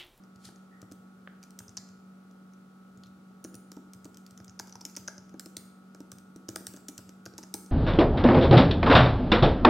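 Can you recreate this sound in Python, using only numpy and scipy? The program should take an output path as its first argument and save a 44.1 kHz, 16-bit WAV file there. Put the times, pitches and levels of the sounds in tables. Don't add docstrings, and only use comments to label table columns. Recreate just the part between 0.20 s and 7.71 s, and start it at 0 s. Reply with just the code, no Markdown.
import sys
import numpy as np
from scipy import signal
from scipy.fft import rfft, irfft, next_fast_len
from scipy.io import wavfile

SR = 44100
rng = np.random.default_rng(int(sys.argv[2]) if len(sys.argv) > 2 else 0)


def digitize_waveform(pressure):
    field = np.atleast_2d(pressure).T
    bounded = np.clip(field, -1, 1)
    quanta = np.round(bounded * 32767).astype(np.int16)
    wavfile.write(sys.argv[1], SR, quanta)


N = 331191
CLICK_SPAN = .003


def amp(db):
    return 10 ** (np.asarray(db) / 20)


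def unit(x):
    return x / np.sqrt(np.mean(x ** 2) + 1e-30)


def read(points, hz):
    f, value = np.transpose(points)
    return np.interp(np.log(hz + 1), np.log(f + 1), value)


def add(mix, s, sound):
    part = mix[:, max(round(s * SR), 0):][:, :sound.shape[1]]
    part += sound[:, :part.shape[1]]


def band(x, hz, width):
    f = np.fft.rfftfreq(x.shape[-1], 1 / SR) + 1
    off = 1j * (f ** 2 - hz ** 2) / (f * width)
    response = 1 / ((1 + off) * (1 + off + off ** 2))
    return irfft(rfft(x) * response, x.shape[-1])


def pair(mid, side, same):
    same = np.clip(same, -1, 1)
    mid = mid * np.sqrt((1 + same) / 2)
    side = side * np.sqrt((1 - same) / 2)
    return np.array([mid + side, mid - side])


def noise(colour, likeness):
    size = next_fast_len(N, real=True)
    hz = np.fft.rfftfreq(size, 1 / SR)
    mid, side = rfft(rng.standard_normal((2, size))) * amp(read(colour, hz))
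    return unit(irfft(pair(mid, side, read(likeness, hz)), size)[:, :N])


def drift(rate_hz, size=2048):
    hz = np.fft.rfftfreq(size, N / SR / size)
    lowpass = np.exp(-(hz / rate_hz) ** 2) * (hz > 0)
    slow = irfft(rfft(rng.standard_normal(size)) * lowpass)
    return unit(np.interp(np.linspace(0, size - 1, N), np.arange(size), slow))


def blow(rise, decay, size=2048):
    t = np.arange(size) / SR
    return (1 - np.exp(-(t / rise) ** 2)) * np.exp(-t / decay)


def ring(hz, width, force, same, span):
    mid, side = band(rng.standard_normal((2, len(force))) * force, hz, width)
    return pair(unit(mid), unit(side), same) * np.sqrt(span * SR / len(force))


# f/Hz, level/dB (rms)
FAN_TONES = [(188.5, -53.5), (236.6, -65), (297, -74.5), (425.3, -76.5), (565.5, -79.5), (753.7, -82.5),
             (1126, -76.5), (1245, -77), (1304.5, -69), (1363, -79), (1423, -71.5)]
# f/Hz, relative level per hertz/dB
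AIR_COLOUR = [(25, -17), (60, -12), (120, -6), (170, 1), (240, -3), (400, -7), (600, -14), (790, -10),
              (1000, -18.5), (1370, -11.5), (1700, -22), (2400, -25.5), (5000, -29), (10000, -34),
              (16000, -38.5)]
# f/Hz, share
AIR_LIKENESS = [(100, 0.91), (250, 0.83), (500, 0.35), (1000, 0.088), (3000, 0.043), (12000, 0.44)]
AIR_DB = -60


def fan(waver=0.00092, flutter=0.16, channel_turn=0.033):
    t, out = np.arange(N) / SR, np.zeros((2, N))
    clock = t + np.cumsum(waver * drift(rate_hz=3.4)) / SR
    for hz, db in FAN_TONES:
        phase = 2 * np.pi * (hz * clock + rng.random())
        offset = channel_turn * hz / 100 * np.array([[1], [-1]])
        swell = 1 + flutter * drift(rate_hz=10.0)
        tone = swell * np.sin(phase + offset + flutter * drift(rate_hz=16))
        out += np.sqrt(2) * amp(db) * tone
    return out + amp(AIR_DB) * noise(AIR_COLOUR, AIR_LIKENESS)


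# f/Hz, t60/s, relative level/dB, left-right likeness
REVERBERATION = [(100, 0.81, -1, 1), (302, 0.65, -1, 0.94), (705, 0.84, -3.5, 1), (1660, 0.53, -7, 0.86),
                 (3500, 0.7, -6, 0.13), (5430, 0.51, -10.5, 0.66), (8300, 0.58, -5.5, 0.59),
                 (14900, 0.4, -5.5, 0.65)]


def tail(onset=0.0012):
    hz, t, z = signal.stft(rng.standard_normal((2, SR)), SR, nperseg=256)
    t60, db, same = (read(np.array(REVERBERATION)[:, [0, k]], hz)[:, None] for k in range(1, 4))
    energy_scale = np.sqrt(2 * np.log(1000) / (t60 * SR))
    z = pair(z[0], z[1], same) * amp(db - 60 * t / t60) * energy_scale
    decay = signal.istft(z, SR, nperseg=256)[1][:, :SR]
    return decay * (1 - np.exp(-(np.arange(SR) / SR / onset) ** 2))


def room(x, count=3):
    turn = 2 * np.pi * np.arange(N) / SR
    shares = [np.sqrt(2 / count) * np.cos(turn + np.pi * k / count) for k in range(count)]
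    return sum(signal.oaconvolve(x * share, tail(), axes=1)[:, :N] for share in shares)


# delay/s, level/dB re direct sound
REFLECTIONS = [(.0026, -12), (0.0095, -25), (0.0107, -17.5), (0.0124, -19), (0.0208, -42)]


def echoes(x):
    out = np.zeros((2, N))
    for delay, db in REFLECTIONS:
        add(out, delay, amp(db) * x)
    return out


# t/s, level/dB before the common gain
DESK_PUSHES = [(.154, -55), (.26, -53), (.623, -46), (1.401, -51.5), (1.482, -53), (1.577, -57),
               (1.695, -56), (2.771, -51), (2.869, -54), (3.253, -61), (3.346, -53), (3.75, -51),
               (3.842, -55), (4.115, -56), (4.202, -50.5), (4.285, -55), (4.403, -54), (4.551, -53),
               (4.79, -48.5), (4.985, -54), (5.368, -53.5), (5.924, -50), (6.291, -46), (6.476, -51),
               (6.784, -47), (7.066, -49.5), (7.139, -52.5), (7.348, -52.5)]


def thumps(desk_hz=108, length=0.033, gain_db=2, detuning=0.059):
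    out, t = np.zeros((2, N)), np.arange(0, length, 1 / SR)
    swell = np.sin(np.pi * (t / length) ** 0.65) ** 2
    for (s, db), (detune, phase) in zip(DESK_PUSHES, rng.random((len(DESK_PUSHES), 2))):
        hz = desk_hz * (1 + detuning * (detune - .5))
        wave = swell * np.sin(2 * np.pi * (hz * t + phase))
        add(out, s, amp(db + gain_db) * np.array([wave, wave]))
    return out


# t/s, level/dB
BRUSH_LEVEL = [(.19, -76.5), (.24, -62), (.255, -45), (.26, -56), (.28, -56.5), (.30, -67), (.34, -78)]
# f/Hz, relative level per hertz/dB
BRUSH_SPECTRUM = [(300, -2), (1000, -7), (2500, -3), (4500, 3.5), (7000, 0.5), (10500, -4), (16000, -22)]
# t/s, level/dB
SLIDE_LEVEL = [(0.511, -73.5), (.54, -64), (.59, -69), (.66, -77), (.72, -83)]


def rubbing(slide_hz=1850, slide_width=250):
    t = np.arange(N) / SR
    brush_level, slide_level = (amp(np.interp(t, *np.transpose(curve), left=-140, right=-140))
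                                for curve in (BRUSH_LEVEL, SLIDE_LEVEL))
    brush = noise(BRUSH_SPECTRUM, [(500, 0.96), (10000, 0.67)])
    grit = rng.standard_normal((2, next_fast_len(N, real=True)))
    rasp = unit(band(grit, slide_hz, slide_width))[:, :N]
    return brush_level * brush + slide_level * rasp


def tap(time_s=1.0751, hz=2200, width=1900, db=-49):
    out = np.zeros((2, N))
    add(out, time_s, amp(db) * ring(hz, width, blow(.00008, 0.000067), 0.59, CLICK_SPAN))
    return out


# t/s, click level/dB,
# cap ring f/Hz, brightness/dB, travel to the stop/s, thud level/dB, hollow ring level/dB, clack level/dB
KEYSTROKES = [(0.2877, -66, 5500, -2, 0.0002, -54.5, -60, -59),
              (0.6164, -54.5, 5900, -3.5, 0.011, -51, -79, -60),
              (.714, -58, 5830, -4.5, 0.0023, -46, -78, -66), (1.0737, -79, 5170, -10, 0, -61, -62, -47),
              (1.3892, -42.5, 5960, -1.5, .015, -71, -60.5, -56), (3.247, -44, 6300, -12, 0, -39, -66, -56),
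              (3.343, -51.5, 5600, -2.5, 0, -46.5, -73, -64.5),
              (3.517, -48, 5550, -3, 0.00054, -53, -65, -59),
              (3.5663, -59.5, 5600, -3.5, 0.0029, -42, -58, -62.5),
              (3.853, -55, 5300, -1.5, 0.0017, -44.5, -61, -59.5),
              (4.201, -57, 5250, -9, 0.000047, -57, -66, -57.5),
              (4.3962, -37.5, 5400, -5, 0.0013, -52, -44.5, -44.5),
              (4.472, -57, 6030, -2, 0.0026, -55, -62, -64), (4.5546, -45, 5400, -9.5, 0, -60, -49.5, -64),
              (4.6128, -43.5, 5560, -29, 0.000092, -66, -56, -75),
              (4.6515, -34.5, 5910, -6, .0044, -48, -68, -69),
              (4.7689, -36.5, 5560, -9, 0.0012, -46.5, -56, -56),
              (4.8815, -37, 5550, -8.5, 0.00027, -51.5, -52, -40),
              (4.98, -45.5, 5800, -18, 0, -56, -63, -70), (5.1404, -65, 5840, -4, 0.0013, -42, -56, -64),
              (5.1955, -41, 5600, 0, 0.0022, -76, -80, -52),
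              (5.259, -48, 5700, -2, 0.0017, -45, -65, -60.5),
              (5.3678, -39.5, 6460, -0.5, 0, -47.5, -72, -66),
              (5.747, -55, 5750, -4.5, 0.0014, -54, -67, -61.5),
              (5.8039, -55, 5500, -3, 0, -41.5, -60, -68),
              (5.9169, -45.5, 5700, -1.5, 0.002, -64, -76, -53.5),
              (6.1604, -55, 5700, -2.5, 0, -43, -79, -69.5), (6.288, -39.5, 5930, -2.5, 0, -35.5, -59, -54),
              (6.3591, -36, 5500, -0.5, 0, -45, -52.5, -41), (6.4052, -60, 5800, -8, 0.0013, -45, -67, -85),
              (6.4676, -37, 5300, 0.5, .0013, -64, -60, -52),
              (6.5369, -54, 5900, -1, 0.0038, -45.5, -80, -59.5),
              (6.57, -55, 5600, -4, 0.00054, -54, -65, -61),
              (6.6836, -39.5, 6300, -4, .005, -42.5, -62, -65.5),
              (6.779, -42, 5200, -1.5, 0.0089, -51.5, -61, -57.5),
              (6.8919, -51, 5660, -6, 0.00059, -53.5, -75, -66),
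              (7.0605, -44, 4900, -7, 0.0012, -46.5, -58.5, -46.5),
              (7.1365, -56.5, 5230, -18, 0, -52, -74, -68),
              (7.1848, -47, 5800, -9, 0.00034, -45.5, -51, -59.5),
              (7.2292, -48, 5770, -14, 0.0051, -49.5, -57, -68),
              (7.34, -32.5, 5880, 0, 0.003, -38, -46, -53.5), (7.4612, -57.5, 5900, -3.5, 0, -52, -74, -81)]
# f/Hz, width/Hz
CASE_MODES = [(540, 222), (850, 218)]
USUAL_THUD_DB, USUAL_LENGTH, DOUBLING_DB = -49.5, 0.84, 16
THUD_HZ, THUD_HZ_PER_DB, CLACK_HZ, CASE_SCATTER = 333.4, 1.87, 1386, 0.022
MIDDLE_SHARE, MIDDLE_DB = .55, -3
STOP_HZ, STOP_WIDTH_HZ, STOP_DB, STOP_DECAY_S = 2060, 1100, -10.5, 0.0011


def knocks(rise=0.0015, decays=(.003, .0027, .0018), clack_width=520, thud_rise=0.0013, thud_decay=0.0045,
           same=(.75, .7, .7), left_db=(-1.5, -1.5, 2.5)):
    out = np.zeros((2, N))
    strays = rng.standard_normal((len(KEYSTROKES), 2))
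    for (s, _, _, _, travel, thud_db, hollow_db, clack_db), stray in zip(KEYSTROKES, strays):
        stop = s + travel
        hardness = clack_db - thud_db
        length = np.clip(USUAL_LENGTH * 2 ** ((thud_db - USUAL_THUD_DB) / DOUBLING_DB), .3, 1.15)
        case_hz = np.array([THUD_HZ + THUD_HZ_PER_DB * hardness, CLACK_HZ])
        thud_hz, clack_hz = (1 + CASE_SCATTER * stray) * case_hz

        swing = blow(thud_rise, thud_decay * length)
        t = np.arange(len(swing)) / SR
        thud = unit(swing * np.sin(2 * np.pi * (thud_hz * t + rng.random()))) * np.sqrt(0.0082 / t[-1])
        add(out, stop, amp(thud_db) * np.array([thud, thud]))

        modes = CASE_MODES + [(clack_hz, clack_width)]
        levels = thud_db + MIDDLE_SHARE * hardness + MIDDLE_DB, hollow_db, clack_db
        for (hz, width), decay, db, alike, left in zip(modes, decays, levels, same, left_db):
            sound = ring(hz, width, blow(rise, decay * length ** 2), alike, span=0.0077)
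            gains = amp([[db + left / 2], [db - left / 2]])
            add(out, stop - 0.3 / width, gains * sound)

        crack = ring(STOP_HZ, STOP_WIDTH_HZ, blow(rise, STOP_DECAY_S), .9, CLICK_SPAN)
        add(out, stop, amp(clack_db + STOP_DB) * crack)
    return out


# t/s, click level/dB, cap ring f/Hz, brightness/dB
EXTRA_CLICKS = [(0.0365, -63.5, 5400, -7), (.1587, -61.5, 5050, -5), (.359, -58, 6000, -9.5),
                (.7204, -54.5, 5640, 0), (1.2286, -52, 5100, -5), (1.2363, -52, 5500, -4.5),
                (1.306, -58, 5570, -1), (1.481, -48.5, 5500, -33), (1.4925, -52.5, 6600, -11),
                (1.5696, -35.5, 6430, -12), (1.5739, -33.5, 5300, -22.5), (1.58, -50, 4530, -21),
                (1.688, -57, 5950, -9), (2.111, -67.5, 5380, -4), (2.3349, -62.5, 6240, -9),
                (2.7738, -66, 6600, -1.5), (2.8355, -52.5, 4000, -8.5), (2.8596, -62, 4170, -10),
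                (2.8679, -63.5, 5900, -3.5), (3.2416, -50.5, 6300, 5.5), (3.352, -53.5, 6600, 6),
                (3.734, -50.5, 5840, -1.5), (3.8448, -52.5, 6940, -1), (3.9444, -56, 5370, -5),
                (3.971, -52, 5750, -2), (4.064, -53, 5130, -3.5), (4.1082, -58, 5500, -1),
                (4.1755, -50, 6100, -6.5), (4.245, -55.5, 6570, -2.5), (4.28, -50.5, 5730, -18),
                (4.295, -51, 5930, -15), (4.3917, -39.5, 5440, -11.5), (4.48, -54, 5550, -16),
                (4.495, -55, 5530, -5), (4.5246, -45, 5500, -15), (4.609, -52, 5360, -2),
                (4.697, -55, 5700, -7), (4.7523, -49.5, 5350, -18), (4.7647, -39.5, 5940, -3),
                (4.877, -34, 5700, -16.5), (5.0934, -58, 6000, -9), (5.367, -40.5, 4250, -5.5),
                (5.9842, -55.5, 5850, -3.5), (6.2847, -44, 5530, -12), (6.357, -43, 6250, -14),
                (6.5634, -51.5, 7000, -5.5), (6.6863, -45, 6000, -1), (7.055, -48, 5800, -5),
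                (7.18, -42, 5600, -3), (7.2344, -44.5, 5870, -10)]
# f/Hz, width/Hz,
# level/dB re cap ring, dB per dB of brightness, dB per dB of force, power of the cap's pitch followed
CLICK_MODES = [(2150, 900, -14.5, 0.1, -0.11, 0), (3890, 2000, -6, 0.74, -0.14, 1),
               (8200, 1820, 0.1, 1.0, 0, 0.043), (12800, 5700, -4.5, 0.93, 0, 0.53)]
CAP_WIDTH_HZ, USUAL_CAP_HZ = 1580, 5680
USUAL_CLICK_DB = -50
SHIFT_PER_DB, KEY_SCATTER = 0.03, .028


def clicks(rise=0.00018, decay=0.0015, same=0.93, blur=1.05, grain=0.75, room_db=(-.8, .8, .3, -.8, .6)):
    near, spread = np.zeros((2, 2, N))
    snap = blow(rise, decay, size=1024)
    impulse = unit(signal.unit_impulse(len(snap)))
    for s, click_db, cap_hz, bright_db, *_ in [*KEYSTROKES, *EXTRA_CLICKS]:
        modes = [(cap_hz, CAP_WIDTH_HZ, click_db)]
        for hz, width, db, by_brightness, by_force, follow in CLICK_MODES:
            force_db = click_db - USUAL_CLICK_DB
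            level = click_db + db + by_brightness * bright_db + by_force * force_db
            stray = 1 + SHIFT_PER_DB * bright_db + KEY_SCATTER * rng.standard_normal()
            shift = (cap_hz / USUAL_CAP_HZ) ** follow * stray
            modes.append((hz * shift, width, level))

        for (hz, width, db), send_db in zip(modes, room_db):
            add(near, s, amp(db) * ring(hz, width, snap, same, CLICK_SPAN))
            force = impulse + grain * unit(snap * rng.standard_normal(len(snap)))
            radiated = unit(band(force, hz, width * blur)) * np.sqrt(CLICK_SPAN * SR / len(snap))
            add(spread, s + .004 * rng.random(), amp(db + send_db) * radiated[None])
    return near, spread


def scene(case_room_db=-2.0, desk_room_db=-3):
    near, spread = clicks()
    case, desk = knocks(), thumps()
    hands = tap() + rubbing()
    wet = room(spread + hands + amp(case_room_db) * case + amp(desk_room_db) * desk)
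    return near + echoes(near) + case + desk + hands + wet + fan()


def record(dry, low_cut_hz=52, edge_hz=16100):
    high_pass = signal.butter(1, low_cut_hz, "high", fs=SR, output="sos")
    dry = signal.sosfiltfilt(high_pass, dry)
    low_pass = signal.firwin(255, edge_hz, window=("kaiser", 8), fs=SR)
    return signal.oaconvolve(dry, low_pass[None], "same")


dry = scene()
out = record(dry)
digitize_waveform(out)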